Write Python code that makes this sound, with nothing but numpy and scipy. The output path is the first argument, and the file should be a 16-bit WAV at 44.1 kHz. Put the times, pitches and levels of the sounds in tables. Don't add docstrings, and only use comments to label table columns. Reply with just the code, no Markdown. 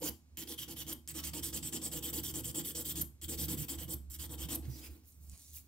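import sys
import numpy as np
from scipy import signal
from scipy.fft import rfft, irfft, next_fast_len
from scipy.io import wavfile
from scipy.ndimage import uniform_filter1d

SR = 44100
rng = np.random.default_rng(int(sys.argv[2]) if len(sys.argv) > 2 else 0)


def store_wav(level_fs):
    pcm = np.round(np.clip(np.atleast_2d(level_fs), -1, 1) * 32767)
    wavfile.write(sys.argv[1], SR, pcm.T.astype(np.int16))


def boost(x):
    u = np.asarray(x, float) / 20
    return 10 ** u


N = 250047
SIZE = next_fast_len(N + SR // 2)
HZ = np.maximum(np.arange(SIZE // 2 + 1) * SR / SIZE, 1)
CUTOFF_HZ = 15750

# [f/Hz, level/dB]
FLOOR = [(53, -19), (90, 5), (139, -27), (249, -8.5), (409, -22.5), (799, -31), (1900, -39), (2260, -35),
         (2510, -36), (15800, -40)]
FLOOR_DB = -68

# [f/Hz, level/dB]
RASP_SIDE = [(60, -18.5), (330, -13.5), (500, -8.5), (1170, -5.5), (1700, -5), (2400, 2.5), (3100, -6),
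             (4100, 0.5), (5500, -2.5), (6300, 2), (7300, -0.5), (7700, -22), (9200, -10.5), (15000, -18)]
# [f/Hz, level/dB]
LEAN = [(60, -7), (92, 2), (140, -9.5), (210, -4), (330, -2), (500, 0.0), (770, -6.5), (1170, -10),
        (1790, -8), (2740, 3), (4190, -3.5), (6410, -4), (9810, -0.5), (15000, -3.5)]
PORT_QUADRATURE = 0.69

# [start t/s, length t/s, rasp level/dB, desk level/dB, swell level/dB]
PUSHES = [(0.017, 0.073, -39, -45.5, 9.5), (0.476, 0.06, -47, -51, 3), (0.683, 0.045, -50, -50, 2),
          (0.868, 0.063, -44, -46.5, 9), (1.145, 0.05, -41.5, -48, 6.5), (1.337, 0.053, -43.5, -46, 1),
          (1.531, 0.051, -41, -45, -0.5), (1.727, 0.044, -40.5, -42.5, 1), (1.92, 0.062, -42, -48, 0.5),
          (2.132, 0.061, -41, -43.5, 0.5), (2.342, 0.055, -41.5, -44, 2), (2.548, 0.057, -41, -43, -0.5),
          (2.753, 0.062, -43, -47, -1), (2.958, 0.063, -42.5, -46.5, -2.5), (3.286, 0.058, -40.5, -45, 2),
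          (3.485, 0.054, -40, -41.5, 1.5), (3.686, 0.059, -43, -47, -2.5), (3.882, 0.06, -48, -49, 11.5),
          (4.1, 0.055, -49.5, -64.5, 5), (4.295, 0.049, -48.5, -51, 7), (4.489, 0.084, -42, -44.5, -3)]
# [start t/s, length t/s, rasp level/dB, desk level/dB, swell level/dB]
PULLS = [(0.372, 0.056, -44.5, -49.5, -0.5), (0.584, 0.051, -47.5, -56.5, -0.5),
         (0.766, 0.054, -46, -55, 6), (1.076, 0.034, -42, -57.5, 5), (1.237, 0.051, -42.5, -53.5, -3.5),
         (1.431, 0.064, -42.5, -49, -7), (1.63, 0.056, -43, -49.5, 0), (1.818, 0.055, -44.5, -48.5, 6.5),
         (2.029, 0.066, -42.5, -49, -1), (2.236, 0.067, -42.5, -49.5, -1.5), (2.442, 0.06, -43, -52.5, 0),
         (2.646, 0.062, -42.5, -53, -0.5), (2.853, 0.061, -41, -49.5, 1.5), (3.215, 0.033, -46, -56, 5.5),
         (3.38, 0.066, -40.5, -48.5, -0.5), (3.576, 0.064, -44, -51, 0.5),
         (3.785, 0.053, -46.5, -55.5, -1.5), (4.194, 0.058, -44.5, -55, -2), (4.381, 0.065, -46, -52, 8)]

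# [f/Hz, width f/Hz, level/dB]
DESK = [(222.6, 11.5, -5.5), (253.9, 10.1, -5), (287.8, 20.3, -0.5), (328.1, 17.7, 3), (485.2, 30.4, -7.5),
        (704, 190, -22.5), (852, 43, -20)]
# [f/Hz, width f/Hz, level/dB]
STAND = [(114.8, 19.5, -0.5), (127.8, 17, -2), (145.9, 15.8, -0.5), (162.6, 27.2, 1.5)]
# [t/s, sway level/dB]
SWAY = [(0.0, -66), (0.1, -51), (0.18, -67), (0.28, -60), (0.55, -60), (0.9, -55), (1.02, -61), (1.3, -50),
        (1.8, -57.5), (2.13, -50), (2.63, -57), (3.02, -51.5), (3.17, -62), (3.33, -48), (3.7, -53.5),
        (4.3, -49.5), (4.72, -50), (5.0, -62)]
SWAY_HZ, SWAY_WANDER_HZ = 72.6, 3.03
THUD_PER_SHAKE_DB, THUD_PER_SWAY_DB, THUD_RISE_S, THUD_FALL_S = -5.5, -7.5, 0.038, 0.17
# [t/s, length t/s, sway level/dB, thud level/dB]
BUMPS = [
    (3.413, 0.2, -76, -41),
    (4.436, 0.016, -55, -39),
    (4.675, 0.045, -47.5, -52),
    (4.894, .02, -54, -74),
    (5.202, 0.15, -59.5, -64.5),
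]
BUMP_EDGE_S = 0.026
# [t/s, thud level/dB, upper desk level/dB, nail ring level/dB, left minus right level/dB]
BRACE = [(0.05, 2.5, 9.5, -2, -0.1), (0.4, 3, -8, 0.5, 0), (0.5, -9, 8.5, 2, -1), (0.61, 4.5, 0.5, 8, -1),
         (0.71, 2, 3.5, 0, 0), (0.8, 4.5, 3, 8.5, -1), (0.9, -3, -3.5, 2, 0.5), (1.11, 5, -1, -9, 0.2),
         (1.18, 0, 1, -6, 0), (1.27, 4.5, -3, -4, -1.5), (1.37, 2.5, 2, -1, 0.5), (1.46, -1, 0.5, -1, -1),
         (1.56, 0, 2, 2, 0.5), (1.66, 4.5, -3, 2, 1.5), (1.76, -0.5, -3.5, 1.5, 2.5),
         (1.85, -3, 3, -1, 1.5), (1.95, 4.5, 10.5, 2, 1.5), (2.06, -2.5, 5, 3.5, 1), (2.16, 2, 4, 2, 2),
         (2.26, 6, -3, 6, 0), (2.37, 3, 3, 4, 3.5), (2.47, 8, 5.5, 4.5, 2), (2.58, 0.5, 1.7, 5, 2),
         (2.67, 0.5, 4, 4, 1), (2.78, -3, 5.5, 4.5, 1.5), (2.88, 3.5, 3.5, 0, 1.5),
         (2.98, 6.5, -2.5, 7.5, 3.5), (3.25, 5.5, -6, 6.5, 2.5), (3.32, -0.5, 5.5, -5, 1.5),
         (3.41, -0.5, 5.5, 1, 1.5), (3.51, -2, -1.5, 2, 2), (3.61, -1.5, 4, -3.5, 2),
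         (3.72, -3.5, -1.5, 1, 3.5), (3.82, 8.5, 9, 3, -1.5), (3.91, 6.5, 3.5, 5, 0.5),
         (4.13, -4.5, -13, -7, 0), (4.22, 4, 2, 4, -1.5), (4.33, 1, 5, -6, 3), (4.41, -5.5, 3, 6, 1.2),
         (4.52, 0.5, -2.5, 0, 3)]
# [t/s, f/Hz, peak level/dB, t60 t/s]
KNOCKS = [
    (0.02, 490, -35, 0.062),
    (0.028, 910, -47.5, 0.11),
    (0.037, 300, -35, 0.065),
    (4.677, 128, -33, 0.23),
    (3.5, 180, -45, 0.27),
]

# [end t/s, length t/s, level/dB]
FLICKS = [
    (0.02, .06, -58),
    (0.099, .017, -38),
    (0.94, .018, -40),
    (3.027, .021, -32),
    (3.949, .017, -41),
    (4.563, .02, -35),
]

# [f/Hz, level/dB per Hz]
RASP = [(330, -28), (560, -17), (617, -18.5), (851, -14), (1390, -18), (1730, -17), (2420, -17),
        (3110, -5.5), (4000, -14), (4800, -13.5), (6340, -12), (7820, -2), (9910, -5.5), (15100, -2.5),
        (15700, -5)]
# [f/Hz, width f/Hz, boost level/dB]
RINGS = [(3120, 200, 5), (4755, 160, 6), (5690, 770, 5.5), (7590, 540, 5), (8130, 370, 2.5),
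         (10500, 300, -4)]
# [t/s, top sheen level/dB, nail ring level/dB, finger body level/dB]
ANGLE = [(0.06, -4.5, -13, 0), (0.42, 1.5, -8, -6), (0.8, -0.5, -8.5, -1), (1.1, -8, -12, 0),
         (1.25, -2.5, -8.5, 4), (1.46, -4.5, -12, -7), (1.78, -8.5, -11.5, -3), (2.05, 0.5, -11, -1),
         (2.22, 4, -13.5, -7.5), (2.38, -3, -16.5, -3), (2.7, 2, -14.5, -7), (3.0, 3, -14, -5),
         (3.23, -4.5, -13.5, -3), (3.42, 7, -12.5, -13.5), (3.8, -0.5, -10, 4.5), (3.95, 12, -16.5, -4),
         (4.25, -3, -12.5, 4.5), (4.55, 1, -11.5, 1.5)]
# [t/s, nail slide -1..1, file slide -1..1, face level/dB, file ring level/dB]
CONTACT = [(0.05, 0.033, 0.34, 1.5, -14), (0.4, -0.22, -0.53, -2.5, -5), (0.5, 0.58, 0.48, 2.5, -12),
           (0.61, -0.47, -0.32, 1, -6), (0.71, -0.28, -0.68, 3.5, -13), (0.8, -0.23, -0.011, -3.5, -10),
           (0.9, -0.2, 0.6, 2, -12), (1.11, 0.53, 0.26, -5, -1), (1.18, 0.29, 0.47, -2, -11),
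           (1.27, 0.35, 0.46, 0.5, 0), (1.37, 0.33, 0.31, 1.5, -1), (1.46, 0.46, 1.1, 2.5, -1.5),
           (1.56, -0.33, -0.14, 2.5, -1.5), (1.66, 0.71, 0.3, -1.5, 2.0), (1.76, 0.066, -0.43, 3, -2),
           (1.85, 1, 0.62, 1, 4), (1.95, -0.19, -0.96, -0.5, -1.5), (2.06, 0.31, 0.29, -0.5, 5.5),
           (2.16, -0.14, -0.33, 0.5, 3), (2.26, 0.32, 0.25, 3.5, 1.5), (2.37, 0.03, -0.31, 5, -1),
           (2.47, 0.043, 0.46, 2.5, 3), (2.58, 0.3, -0.52, 1.5, 0.5), (2.67, 0.32, 0.61, 2, 1),
           (2.78, -0.31, -0.14, 4.5, 2.5), (2.88, 0.79, 0.06, -1.5, 3.5), (2.98, 0.16, 0.22, 4.5, 3),
           (3.25, 0.74, -0.15, -2.5, 3.5), (3.32, 0.49, 0.062, -1, 1), (3.41, 0.51, 0.52, 2.5, 3.5),
           (3.51, -0.084, -0.33, 0.5, 1), (3.61, 0.46, 0.63, -2.5, 4), (3.72, 0.19, -0.44, -0.5, 1),
           (3.82, -0.52, 0.39, -0.5, 1.0), (3.91, 0.11, 0.47, 6, 6.5), (4.13, -0.086, -0.22, -0.5, -1),
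           (4.22, 0.28, 0.65, -1, -1.5), (4.33, 0.91, 0.56, -2.5, 0.5), (4.41, -0.074, 0.55, -1.5, 1.5),
           (4.52, 0.17, 0.75, 0.5, -3.5)]
# [t/s, extra mid-stroke level/dB, fine grit level/dB]
ROLL = [(0.05, 2.5, -2.5), (0.4, -2, 0), (0.5, 2.5, 6.5), (0.61, -5, 4), (0.71, 1, 7), (0.8, -1, 3),
        (0.9, -1, -1), (1.11, 2.5, -1.5), (1.27, -4, 1.5), (1.56, 0, 2.5), (2.37, -1.5, 2), (2.67, -1, 2),
        (2.98, -2.5, 0), (3.32, 0.5, -1), (3.72, 0.5, 1), (4.13, -0.5, 1.5), (4.41, 3.5, -2.5)]
# [low f/Hz, high f/Hz, width f/Hz]
NAIL_SLIDE = (2970, 3480, 620)
# [low f/Hz, high f/Hz, width f/Hz]
FILE_SLIDE = (7620, 8520, 1200)
PULL_SHEEN_DB, PULL_NAIL_DB, PULL_FACE_DB = 4.5, 1.9, 4
BODY_DB, BODY_PER_WEIGHT = -13.5, 1.6
FACE_DB, FACE_PER_NAIL = -13.5, 0.82
PUSH_MIDDLE_DB, PULL_MIDDLE_DB, LAST_MIDDLE_DB = -3, -2.5, 1.5
MIDDLE_RING_DB = 6

# [t/s, peak level/dB]
TOUCHES = [
    (0.3726, -29.5),
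    (1.076, -30),
    (3.2146, -43),
    (4.105, -54),
]

# [t/s, level/dB]
WIPE = [
    [(4.62, -45.5), (4.678, -60.5), (4.706, -55.5), (4.765, -54), (4.816, -53.5), (4.87, -49.5),
     (4.888, -62.5), (4.94, -61.5), (5.03, -77)],
    [(5.04, -73), (5.082, -60), (5.16, -70), (5.196, -72), (5.232, -62), (5.344, -55.5), (5.442, -53.5),
     (5.52, -56.5)],
    [(5.53, -55), (5.554, -47.5), (5.586, -49), (5.618, -65), (5.67, -73)],
]
# [t/s, level/dB]
FIRMNESS = [(4.62, 16), (4.72, -2.5), (5.04, 4.5), (5.09, -41), (5.24, -44), (5.34, -3), (5.45, -23),
            (5.67, -8)]
# [f/Hz, level/dB per Hz]
SKIN = [(410, -19), (700, -11.5), (1630, -18), (2510, -14), (3100, -12), (4890, -10.5), (9380, -6),
        (15800, -0.5)]
# [start t/s, end t/s, f/Hz, width f/Hz, level/dB]
SINGING = [(4.69, 4.77, 5800, 260, -65), (4.74, 4.81, 5550, 350, -67), (4.69, 4.79, 4950, 300, -64),
           (4.79, 4.895, 4950, 260, -63), (4.82, 4.885, 2500, 400, -61), (4.8, 4.87, 3150, 250, -67),
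           (4.67, 4.94, 7620, 130, -71), (4.75, 4.81, 4000, 1600, -66), (4.74, 4.885, 6620, 200, -70),
           (4.83, 4.872, 9300, 500, -63), (5.115, 5.165, 8500, 300, -74), (5.568, 5.579, 2600, 400, -64),
           (5.545, 5.572, 5800, 2200, -62), (4.651, 4.659, 2000, 3000, -63)]
# [t/s, peak level/dB, f/Hz]
CRACKS = [(5.0569, -52, 9200), (5.0814, -48, 14600), (5.1214, -49, 8600), (5.127, -55, 7000),
          (5.2973, -39.5, 7650), (5.2973, -47, 14500), (5.3155, -50, 8350), (5.3168, -50, 12000),
          (5.3575, -49, 9500), (5.377, -45, 7540), (5.377, -50, 11500), (5.395, -51, 8500),
          (5.404, -52, 10000), (5.42, -46, 9200), (5.421, -48, 11400), (5.474, -52, 9500),
          (5.4814, -44, 10600), (5.4814, -48, 7000), (5.507, -46, 8000), (5.516, -49, 13000),
          (5.527, -47, 8500), (5.592, -47, 7000)]
LET_GO_DB, LET_GO_DB_PER_S, LET_GO_S, WIPE_DESK_DB = -52.5, -25, 5.0, -41
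THUMB_DULL_DB = -8

# [f/Hz, t60 t/s, level/dB]
ROOM = [(696, 0.29, -1), (1710, 0.19, -4.5), (3540, 0.23, -7), (7600, 0.3, -10.5), (13100, 0.21, -11)]


def rms_one(x):
    return x / np.sqrt(np.mean(x ** 2) + 1e-20)


def in_time(rows):
    s, *columns = np.transpose(rows)
    return [np.interp(np.arange(N) / SR, s, c) for c in columns]


def at_hz(points, hz=HZ):
    point_hz, point_db = np.transpose(points)
    return np.interp(np.log(hz), np.log(point_hz), point_db)


def drift(rate):
    r = np.exp(-80 * np.pi * rate / SR)
    white = rng.standard_normal(N // 40 + 2002)
    slow = signal.lfilter([1], [1, -2 * r, r * r], white)[2000:]
    return np.interp(np.arange(N) / 40, np.arange(len(slow)), rms_one(slow))


def resonate(x, hz, width_hz):
    r = np.exp(-np.pi * width_hz / SR)
    poles = [1, -2 * r * np.cos(2 * np.pi * hz / SR), r * r]
    return signal.lfilter([(1 - r * r) / 2, 0, (r * r - 1) / 2], poles, x + 1e-18)


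def grit(spread_db):
    size_db = spread_db * np.clip(rng.standard_normal(N), -2, 2)
    return rms_one(rng.standard_normal((2, N)) * boost(size_db))


def colour(pair, gain, side_db=0.0):
    gain = gain / np.sqrt(np.mean(gain ** 2))
    mid, side = rfft(pair, SIZE)
    side = np.sqrt(1 - PORT_QUADRATURE ** 2) * side + 1j * PORT_QUADRATURE * mid
    mid = mid * gain
    side = side * gain * boost(at_hz(RASP_SIDE) + side_db)
    lean = boost(at_hz(LEAN) / 2)
    return np.array([(mid + side) * lean, (mid - side) / lean])


def strokes():
    rows = np.array(sorted([(*row, 0) for row in PUSHES] + [(*row, 1) for row in PULLS]))
    rest = rows[1:, 0] - rows[:-1, 0] - rows[:-1, 1] > .1
    return rows.T, np.r_[False, rest], np.r_[rest, True]


def stroke_shape(levels_db, rise_s, fall_s, lag_s=0.0):
    out, time = np.zeros(N), np.arange(N) / SR
    (start, length, rasp_db, desk_db, _, _), lands, leaves = strokes()
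    bite = np.clip((desk_db - rasp_db + 12.0) / 10.0, 0, 1)
    rows = zip(start + lag_s, length, levels_db, bite, lands, leaves)
    for s, span, db, heavy, sharp_in, sharp_out in rows:
        rise = rise_s * (.1 if sharp_in else 1.3 - .8 * heavy)
        fall = fall_s * (.1 if sharp_out else 1)
        nodes = [s - rise, s, s + 0.011 * span, s + .5 * span, s + 0.93 * span,
                 s + span * 1.163, s + span * 0.99 + fall]
        first_db = db[0] - (1.5 if sharp_in else 7.0 - 10.4 * heavy)
        last_db = db[2] - (1.5 if sharp_out else 6.0)
        out += np.interp(time, nodes, [0, boost(first_db), *boost(db), boost(last_db), 0], 0, 0)
    return out


def floor():
    waves = colour(rng.standard_normal((2, N)), boost(at_hz(FLOOR)), side_db=5.0)
    return boost(FLOOR_DB) * irfft(waves, SIZE)[:, :N]


def stand_drive():
    time, (lean_db,) = np.arange(N) / SR, in_time(SWAY)
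    sway = boost(lean_db)
    weight_db = np.outer(strokes()[0][3] + THUD_PER_SHAKE_DB, np.ones(3))
    thud = boost(lean_db + THUD_PER_SWAY_DB) + stroke_shape(weight_db, THUD_RISE_S, THUD_FALL_S)
    for s, length, sway_db, thud_db in BUMPS:
        nodes = [s - BUMP_EDGE_S, s, s + length, s + length + BUMP_EDGE_S]
        bump = np.interp(time, nodes, [0, 1, 1, 0])
        sway, thud = sway + boost(sway_db) * bump, thud + boost(thud_db) * bump
    return sway, thud


def modes(white, push, table):
    out = 0
    for k, (hz, width, db) in enumerate(table):
        ring = rms_one(resonate(white, hz, width))
        ring = rms_one(ring / (.1 + uniform_filter1d(ring ** 2, size=SR // 20)) ** .35)
        r = np.exp(-3.5 * width / SR)
        drive = np.sqrt(signal.lfilter([1 - r], [1, -r], push ** 2))
        grip = boost(db + 1.3 * drift(3.9))
        out = out + (-1) ** k * grip * ring * drive
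    return out


def knocks():
    out = 0
    for s, hz, db, t60 in KNOCKS:
        since = np.maximum(np.arange(N) / SR - s, 0)
        swell = np.minimum(since * hz, 1)
        out = out + boost(db - 60 * since / t60) * swell * np.sin(2 * np.pi * hz * since)
    return out


def desk():
    push_db = strokes()[0][3][:, None] + [-1.5, 1.5, -1.5]
    push = stroke_shape(push_db, 0.028, 0.027, lag_s=0.00051)
    leave_s = WIPE[0][0][0]
    since = np.arange(N) / SR - leave_s
    let_go = boost(LET_GO_DB + LET_GO_DB_PER_S * since) * np.clip((LET_GO_S - leave_s - since) / 0.031, 0, 1)
    push = push + (since > 0) * (let_go + boost(in_time(sum(WIPE, []))[0] + WIPE_DESK_DB))
    white = rng.standard_normal((2, 2, N))
    lean, thud = stand_drive()
    turn = 2 * np.pi * np.cumsum(SWAY_HZ + SWAY_WANDER_HZ * drift(14.6)) / SR
    wobble = boost(1.4 * drift(26) + 2.76 * drift(13.0))
    sway = np.sqrt(2) * np.array([np.sin(turn), np.cos(turn)]) * lean * wobble
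    thud_db, upper_db = in_time(BRACE)[:2]
    shake = modes(white[0], push * boost(-5.5), DESK[:4])
    shake = shake + modes(white[0], push * boost(upper_db - 7.0), DESK[4:])
    shake = shake + modes(white[1], thud * boost(thud_db - 8.0), STAND) + sway
    shake[0] += knocks()
    return irfft(colour(shake, np.ones(len(HZ))), SIZE)[:, :N]


def skids():
    time, skid = np.arange(N) / SR, np.zeros(N)
    for end, length, db in FLICKS:
        nodes = [end - length, end - .7 * length, end - .003, end]
        skid += boost(db) * np.interp(time, nodes, [0, .8, 1, 0], 0, 0)
    bright = boost(at_hz([(3000, -28), (8000, -14.5), (11000, -4.5), (13000, 2.5), (15200, -16)]))
    return irfft(colour(grit(7.0) * skid, bright), SIZE)[:, :N]


def stroke_colours():
    (start, length, rasp_db, desk_db, _, pull), _, _ = strokes()
    pull, weight_db = in_time(np.transpose([start + length / 2, pull, desk_db - rasp_db]))
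    sheen_db, nail_db, body_db = in_time(ANGLE)
    face_db = FACE_DB + FACE_PER_NAIL * (nail_db + 13.0) + PULL_FACE_DB * pull
    body_db = BODY_DB + body_db + BODY_PER_WEIGHT * weight_db
    return sheen_db + PULL_SHEEN_DB * pull, nail_db + PULL_NAIL_DB * pull, body_db, face_db


def slide(x, place, ring):
    low_hz, high_hz, width_hz = ring
    return x + np.clip(place, -1, 1) * (resonate(x, high_hz, width_hz) - resonate(x, low_hz, width_hz))


def desk_echo(x, share):
    lag = SR * (0.000457 + .00006 * drift(8.7))
    at = np.arange(N) - lag
    return np.array([c + share * np.interp(at, np.arange(N), c) for c in x])


def rasp_speed():
    (start, length, rasp_db, _, swell_db, pull), _, last = strokes()
    middle_db = np.where(last, LAST_MIDDLE_DB, np.where(pull, PULL_MIDDLE_DB, PUSH_MIDDLE_DB))
    middle_db = middle_db + in_time(ROLL)[0][((start + length / 2) * SR).astype(int)]
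    bend_db = np.transpose([-(middle_db + swell_db), middle_db, swell_db - middle_db]) / 2
    speed = stroke_shape(rasp_db[:, None] + bend_db, 0.0092, 0.019) * boost(0.7 * drift(69))
    for end, _, _ in FLICKS[1:]:
        speed[round(end * SR):round((end + .03) * SR)] = 0
    return speed


def rasp():
    sheen_db, nail_db, body_db, face_db = stroke_colours()
    start, length = strokes()[0][:2]
    ends = np.ravel([start, start + length], "F")
    along = np.interp(np.arange(N) / SR, ends, np.tile([-1, 1], len(start)))
    boost_db = sum(db / (1 + (2 * (HZ - hz) / width) ** 2) for hz, width, db in RINGS)
    waves = colour(grit(4.0) * rasp_speed(), boost(at_hz(RASP) + boost_db))
    place, out = 4 * np.log2(HZ / 500), 0
    angle_db = sheen_db - 0.5 + 2.0 * along
    flex = drift(0.29)
    nail_place, file_place, face_touch_db, file_db = in_time(CONTACT)
    nail_touch_db, lean_db = in_time(BRACE)[2:]
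    fine_db = in_time(ROLL)[1]
    for k in range(21):
        hz = 500 * 2 ** (k / 4)
        band = irfft(waves * np.clip(1 - abs(place - k), 0, 1), SIZE)[:, :N]

        def near(centre_hz, octaves):
            return np.exp(-(np.log2(hz / centre_hz) / octaves) ** 2)

        tint_db = (.5 * near(13000, .4) - .5 * near(7900, .25)) * angle_db
        tint_db = tint_db + (nail_db + 12.0) * near(2840, 1.0)
        tint_db = tint_db + 0.38 * flex * (near(2020, 0.27) - near(6000, 0.053))
        tint_db = tint_db + (body_db + 27.0) * near(770, 0.78) + (face_db + 11.0) * near(5390, 0.084)
        tint_db = tint_db + nail_touch_db * near(3250, 0.11) + face_touch_db * near(5430, 0.51)
        tint_db = tint_db + file_db * near(8200, 0.14) + fine_db * near(10500, 0.26)
        tint_db = tint_db + MIDDLE_RING_DB * (0.5 - 2 * along ** 2) * near(8530, 0.5)
        waver_db = 0.87 * drift(13.0) + 1.76 * drift(30.0)
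        out = out + band * boost(tint_db + waver_db)
    out = slide(out, 1.0 * nail_place, NAIL_SLIDE)
    out = slide(out, 0.77 * file_place, FILE_SLIDE)
    return desk_echo(out * boost(np.outer([.5, -.5], lean_db)), 0.21)


def ticks(rows, spread):
    out = np.zeros(N)
    for s, db, hz in rows:
        click = np.zeros(400)
        click[:12] = rng.standard_normal(12) * np.exp(-np.arange(12) / 3.7)
        ring = resonate(resonate(click, hz, spread * hz), hz, spread * hz)
        at = round(s * SR)
        out[at:at + 400] += boost(db + 1.0) * ring / abs(ring).max()
    return out


def touches():
    return ticks([(s, db, 7000) for s, db in TOUCHES], 1.2)


def singing():
    time, out = np.arange(N) / SR, np.zeros((2, N))
    for s, end, hz, width, db in SINGING:
        span = slice(round(s * SR), round(end * SR))
        nodes = [s, s + .35 * (end - s), end - .25 * (end - s), end]
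        swell = np.interp(time[span], nodes, [0, 1, 1, 0])
        shake = rng.standard_normal((2, len(swell)))
        ring = resonate(resonate(shake, hz, width), hz, 2 * width)
        mid, side = boost(db) * rms_one(ring) * swell
        out[:, span] += [mid + .5 * side, mid - .5 * side]
    return out


def wipe():
    time = np.arange(N) / SR
    (rub_db,), (edge_db,) = in_time(sum(WIPE, [])), in_time(FIRMNESS)
    start = np.clip((time - WIPE[0][0][0]) / 0.086, 0, 1)
    dust = (rng.random(N) < 40 / SR) * rng.normal(0, 8.0, N) * (time > 5.22)
    rub = (grit(4.2) + dust) * start * boost(rub_db + 0.88 * drift(40))
    waves = colour(rub, boost(at_hz(SKIN)), side_db=1.5)
    low = np.clip(np.log(7000 / HZ) / 1.66, 0, 1)
    top = np.clip(np.log2(HZ / 10000) / 0.34, 0, 1)
    out = irfft(waves * (1 - low), SIZE)[:, :N] + boost(edge_db + 5.0) * irfft(waves * low, SIZE)[:, :N]
    flat = np.interp(time, [5.26, 5.3, 5.52, 5.54], [0, 1, 1, 0])
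    out += (boost(THUMB_DULL_DB * flat) - 1) * irfft(waves * top, SIZE)[:, :N]
    out = desk_echo(out, 0.25)
    out += np.tanh(0.18 * drift(9.9)) * resonate(out, 13000, 4000)
    out += np.tanh(0.18 * drift(9.6)) * resonate(out, 5900, 2500)
    return out + singing()


def dust_cracks():
    return ticks(CRACKS, .45)


def room(x):
    time = np.arange(SR // 2) / SR
    noise = rng.standard_normal((2, 2, len(time)))
    noise = rfft(rms_one(.5 * noise[:, :1] + noise))
    bin_hz = np.arange(1, noise.shape[2] + 1) * 2
    place = np.interp(np.log(bin_hz), np.log(np.array(ROOM)[:, 0]), np.arange(len(ROOM)))
    tail = 0
    for k, (hz, t60, db) in enumerate(ROOM):
        decay = boost(-60 * time / t60) * np.clip(time / .006, 0, 1)
        band = irfft(noise * np.clip(1 - abs(place - k), 0, 1))
        tail = tail + boost(db) * band * decay / np.sqrt(np.sum(decay ** 2))
    turn = 2 * drift(4)
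    paths = rfft(x.mean(axis=0) * np.array([np.cos(turn), np.sin(turn)]), SIZE)
    return irfft((paths[:, None] * rfft(tail, SIZE)).sum(axis=0), SIZE)[:, :N]


def scene():
    near = skids() + rasp() + touches() + wipe() + dust_cracks()
    return floor() + desk() + near + room(near)


def top_cut(x):
    return signal.sosfilt(signal.butter(12, 16780, fs=SR, output="sos"), x)


def record(dry):
    low_pass = signal.ellip(10, .5, 55, CUTOFF_HZ, fs=SR, output="sos")
    mix = signal.sosfilt(low_pass, dry)
    return top_cut(mix)


dry = scene()
out = record(dry)
store_wav(out)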